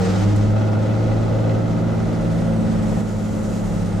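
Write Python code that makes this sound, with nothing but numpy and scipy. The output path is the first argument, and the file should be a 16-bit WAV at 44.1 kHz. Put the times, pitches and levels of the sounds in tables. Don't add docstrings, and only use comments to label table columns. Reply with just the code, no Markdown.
import sys
import numpy as np
from scipy import signal
from scipy.fft import rfft, irfft
from scipy.io import wavfile
from scipy.ndimage import uniform_filter1d

SR = 44100
rng = np.random.default_rng(int(sys.argv[2]) if len(sys.argv) > 2 else 0)


def file_out(sig):
    cols = np.atleast_2d(sig).T
    lim = np.clip(cols, -1, 1)
    pcm = np.round(lim * 32767).astype(np.int16)
    wavfile.write(sys.argv[1], SR, pcm)


N = 176400
TIME = np.arange(N) / SR

# frequency in Hz, side level relative to mid in dB.
STEREO_WIDTH = [(38, -13), (65, -3), (108, -16.5), (170, -8.5), (280, -5), (550, -4.5), (1200, -4),
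                (2400, -5), (4400, -6.5), (8300, -7), (10500, 1), (12500, -31)]
BOOM_ORDERS = (6, 9, 10, 11, 12)


def from_db(db):
    return 10 ** (np.asarray(db) / 20)


def in_time(rows):
    seconds, *columns = np.transpose(rows)
    return [np.interp(TIME, seconds, column) for column in columns]


def at_hz(points, hz):
    point_hz, db = np.transpose(points)
    return np.interp(np.log(np.maximum(hz, 1)), np.log(point_hz), db)


def bump(centre_s, width_s):
    return np.exp(-((TIME - centre_s) / width_s) ** 2)


def drift(rate_hz):
    hop, settling = 100, 1000
    pole = np.exp(-2 * np.pi * rate_hz * hop / SR)
    white = rng.standard_normal(N // hop + settling + 2)
    slow = signal.lfilter([1], [1, -2 * pole, pole * pole], white)[settling:]
    slow /= np.sqrt(np.mean(slow ** 2))
    return np.interp(np.arange(N) / hop, np.arange(len(slow)), slow)


def spread(pair):
    mid, side = pair / np.std(pair[0])
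    side_gain = from_db(at_hz(STEREO_WIDTH, np.fft.rfftfreq(N, 1 / SR)))
    side = irfft(rfft(side) * side_gain, N)
    return np.array([mid + side, mid - side])


def noise(spectrum):
    hz = np.fft.rfftfreq(N, 1 / SR)
    in_band = (hz > spectrum[0][0] / 2) & (hz < spectrum[-1][0])
    gain = from_db(at_hz(spectrum, hz)) * in_band
    white = rng.standard_normal((2, N))
    return spread(irfft(rfft(white) * gain, N))


def resonance(x, hz, width_hz):
    radius = np.exp(-np.pi * width_hz / SR)
    feedback = [1, -2 * radius * np.cos(2 * np.pi * hz / SR), radius ** 2]
    return signal.lfilter(np.array([1, 0, -1]) * (1 - radius ** 2) / 2, feedback, x)


def harmonic(cycles, order, wander=0.087):
    phasor = np.exp(2j * np.pi * (order * cycles + rng.random()))
    wander_hz = 1.84
    mid, side = [1 + wander * (drift(wander_hz) + 1j * drift(wander_hz)) for _ in range(2)]
    mean_hz = order * cycles[-1] / TIME[-1]
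    side *= 1j * rng.choice([-1, 1]) * from_db(at_hz(STEREO_WIDTH, mean_hz))
    mid_rms = np.sqrt(0.5 + wander ** 2)
    return np.real(phasor * np.array([mid + side, mid - side])) / mid_rms


def cab_boom(cycles):
    # time in seconds, then the level in dB of each of BOOM_ORDERS.
    levels = [(0, -26.5, -36, -45, -20.5, -42), (0.25, -19, -45, -33, -27, -29.5),
              (0.48, -17, -35, -41, -44, -24.5), (0.92, -20.5, -32.5, -34, -37, -32.5),
              (1.45, -20, -27.5, -43, -39, -31.5), (1.8, -22.5, -22.5, -32, -35, -26.5),
              (2.08, -24, -26.5, -46, -35, -28), (2.35, -26.5, -21, -33.5, -52, -30.5),
              (2.6, -25.5, -25, -30, -43.5, -23), (2.9, -27.5, -29, -29, -30, -23.5),
              (3.15, -26, -34, -32, -33, -24.5), (3.5, -27.5, -36, -29.5, -47, -27),
              (3.75, -26, -28, -25.5, -39.5, -28), (4, -23, -40, -27.5, -37, -29)]
    return sum(from_db(db) * harmonic(cycles, order) for order, db in zip(BOOM_ORDERS, in_time(levels)))


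def growl(cycles, cycle_hz):
    # frequency in Hz, level of an order under full load in dB.
    response = [(90, -41.5), (135, -43), (250, -42.5), (298, -34.5), (328, -44), (354, -39.5), (445, -50.5),
                (490, -47.5), (527, -35.5), (560, -45), (605, -49), (652, -41), (700, -53)]
    # time in seconds, gain in dB.
    load = [(0, -10), (.35, -4.5), (.6, -2), (.95, 0), (1.55, 0.5), (2, 0), (2.45, -1), (2.8, -5.5),
            (3.2, -5.5), (3.5, -3.5), (4, -9)]
    orders = sum(from_db(at_hz(response, order * cycle_hz)) * harmonic(cycles, order, wander=0.4)
                 for order in range(5, 39) if order not in BOOM_ORDERS)
    return from_db(in_time(load)[0]) * orders


def panel_ring():
    natural_hz, fade_s, level_db = 463, 0.14, -28.5
    fade = np.exp(-(TIME / fade_s) ** 4)
    return from_db(level_db) * fade * harmonic(natural_hz * TIME, 1)


def firing_bursts(cycles):
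    cylinder_db = [4, -2, -1, 1, 4, -0.5]
    decay_s, scatter_db, repeat_share = 0.01, 2.16, 0.58
    firings = cycles * len(cylinder_db)
    index = firings.astype(int)
    cylinder = index % len(cylinder_db)
    age_s = (firings - index) / np.gradient(firings) / SR
    strength_db = np.array(cylinder_db)[cylinder] + scatter_db * rng.standard_normal(1000)[index]
    signatures = rng.standard_normal((2, len(cylinder_db), 1000))
    repeated = signatures[:, cylinder, (age_s * SR).astype(int)]
    grain = np.sqrt(repeat_share) * repeated + np.sqrt(1 - repeat_share) * rng.standard_normal((2, N))
    return from_db(strength_db) * np.exp(-age_s / decay_s) * grain


def clatter(cycles):
    # frequency in Hz, half width in Hz, relative level in dB.
    dull_modes = [(535, 43, 2), (643, 18, 0), (785, 70, 1), (1290, 56, -4), (1391, 45, -3)]
    hard_modes = [(2028, 63, -13.5), (2594, 75, -17), (2970, 230, -23), (3290, 48, -19.5), (4020, 350, -26)]
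    # time in seconds, level in dB.
    level = [(0, -34), (.38, -41), (.6, -33.5), (1.1, -36.5), (1.7, -36.5), (2.5, -40.5), (4, -42)]
    # time in seconds, boost in dB.
    flares = [(0.6, 2.3), (0.9, 4.5), (1.09, 2.4), (1.51, 3.5)]
    bursts = firing_bursts(cycles)

    def ring(modes):
        return sum(from_db(db) * resonance(resonance(bursts, hz, 2 * half_width), hz, 2 * half_width)
                   for hz, half_width, db in modes)

    flare_db = sum(db * bump(centre_s, width_s=0.049) for centre_s, db in flares)
    knocks = ring(dull_modes) + from_db(flare_db) * ring(hard_modes)
    return from_db(in_time(level)[0]) * spread(knocks)


def road_roar():
    # frequency in Hz, relative spectral density in dB.
    spectrum = [(60, -10), (90, 0.5), (130, -5), (200, -1), (250, -6.5), (320, -7.5), (400, -11),
                (520, -7.5), (700, -14.5), (850, -16), (1060, -22.5), (1300, -20.5), (1700, -29.5),
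                (2000, -27), (2400, -35.5), (4000, -39.5), (5000, -63), (6000, -45), (8000, -52.5),
                (10500, -53.5), (11600, -51), (13000, -61), (16400, -68)]
    # time in seconds, level in dB.
    level = [(0, -24.5), (.5, -28.5), (1.1, -28), (1.6, -27.5), (2.9, -27), (4, -29)]
    return from_db(in_time(level)[0]) * noise(spectrum)


def cab_shake():
    # frequency in Hz, relative spectral density in dB.
    spectrum = [(15, -20), (25, -5), (33, 1), (40, 8), (50, -1), (65, -7), (100, -45)]
    # time in seconds, level in dB.
    level = [(0, -40), (.2, -32), (.56, -30), (.63, -48), (.85, -41), (1, -35), (2.3, -32.5), (4, -30.5)]
    return from_db(in_time(level)[0]) * noise(spectrum)


def air_flow():
    # frequency in Hz, relative spectral density in dB.
    rush_spectrum = [(500, -3), (1300, 8), (2600, 2), (6000, 0.5), (7500, -3.5), (9000, -10), (10500, -22),
                     (11700, -16), (13000, -25), (16000, -42)]
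    hiss_spectrum = [(2500, -8), (4800, -4.5), (6800, 1.5), (8600, -3.5), (10000, -9), (11700, -10),
                     (13000, -16), (16400, -25)]
    # time in seconds, level in dB.
    rush_level = [(0, -39), (.14, -37), (.36, -43), (.5, -46.5), (.9, -46.5)]
    hiss_level = [(1.85, -73), (2.3, -56), (2.65, -59), (2.95, -50.5), (3.2, -49.5), (3.55, -47),
                  (4, -55.5)]
    rush = from_db(in_time(rush_level)[0]) * noise(rush_spectrum)
    hiss = from_db(in_time(hiss_level)[0]) * noise(hiss_spectrum)
    flutter_db = 1.1 * drift(rate_hz=21)
    return (rush + hiss) * from_db(flutter_db)


def panel_swell(cycles):
    return from_db(-28.5) * bump(centre_s=0.29, width_s=0.16) * harmonic(cycles, order=18)


def tick():
    # frequency in Hz, relative spectral density in dB.
    spectrum = [(4000, -25), (7500, 7), (11500, -7), (14000, -20)]
    start_s, decay_s, level_db = 0.361, 0.0057, -40.5
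    envelope = (TIME > start_s) * np.exp(-np.abs(TIME - start_s) / decay_s)
    return from_db(level_db) * envelope * noise(spectrum)


def turbo_whistle():
    # time in seconds, lower whistle's frequency in Hz, its level in dB, the upper's in dB.
    wind_down = [(1.5, 10700, -79, -82), (2.05, 9460, -66, -78), (2.45, 8500, -61, -72),
                 (2.85, 7850, -59, -67), (3.15, 7250, -58, -69), (3.45, 7200, -56.5, -68),
                 (3.8, 7000, -63, -59)]
    upper_ratio, blur_hz = 1.22, 380
    lower_hz, lower_db, upper_db = in_time(wind_down)
    phase = 2 * np.pi * np.cumsum(lower_hz) / SR
    blur = signal.butter(2, blur_hz, fs=SR, output="sos")
    whistles = 0
    for ratio, db in ((1, lower_db), (upper_ratio, upper_db)):
        waver = signal.sosfilt(blur, rng.standard_normal((2, N)) + 1j * rng.standard_normal((2, N)))
        whistles += from_db(db) * spread(np.real(waver * np.exp(1j * ratio * phase)))
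    return whistles


def scene():
    # time in seconds, four-stroke cycles per second.
    speed = [(0, 16.55), (0.1, 16.94), (0.4, 17.4), (0.6, 17.92), (0.72, 17.72), (0.92, 18.35), (1.1, 18.3),
             (1.3, 18.48), (1.9, 18.54), (2.1, 18.35), (2.4, 18.41), (3, 18), (3.15, 17.8), (3.5, 17.74),
             (3.62, 17.5), (4, 17.22)]
    jitter, balance_db = 0.00066, 0.17
    cycle_hz = in_time(speed)[0] * (1 + jitter * drift(rate_hz=14))
    cycles = np.cumsum(cycle_hz) / SR
    drone = cab_boom(cycles) + growl(cycles, cycle_hz)
    panels = panel_swell(cycles) + panel_ring()
    engine = drone + clatter(cycles) + turbo_whistle()
    cab = engine + panels + road_roar() + cab_shake() + air_flow() + tick()
    return cab * from_db([[-balance_db], [balance_db]])


def record(dry):
    # start in seconds, depth in dB.
    dips = [(1.595, 1.4), (3.015, 3.3)]
    recovery_s, cutoff_hz = 0.6, 16400
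    dip_db = sum(depth_db * (TIME > start_s) * np.exp(-np.abs(TIME - start_s) / recovery_s)
                 for start_s, depth_db in dips)
    dipped = dry * from_db(-uniform_filter1d(dip_db, size=300))
    low_pass = signal.ellip(10, .1, 80, cutoff_hz, fs=SR, output="sos")
    return signal.sosfilt(low_pass, dipped)


dry = scene()
out = record(dry)
file_out(out)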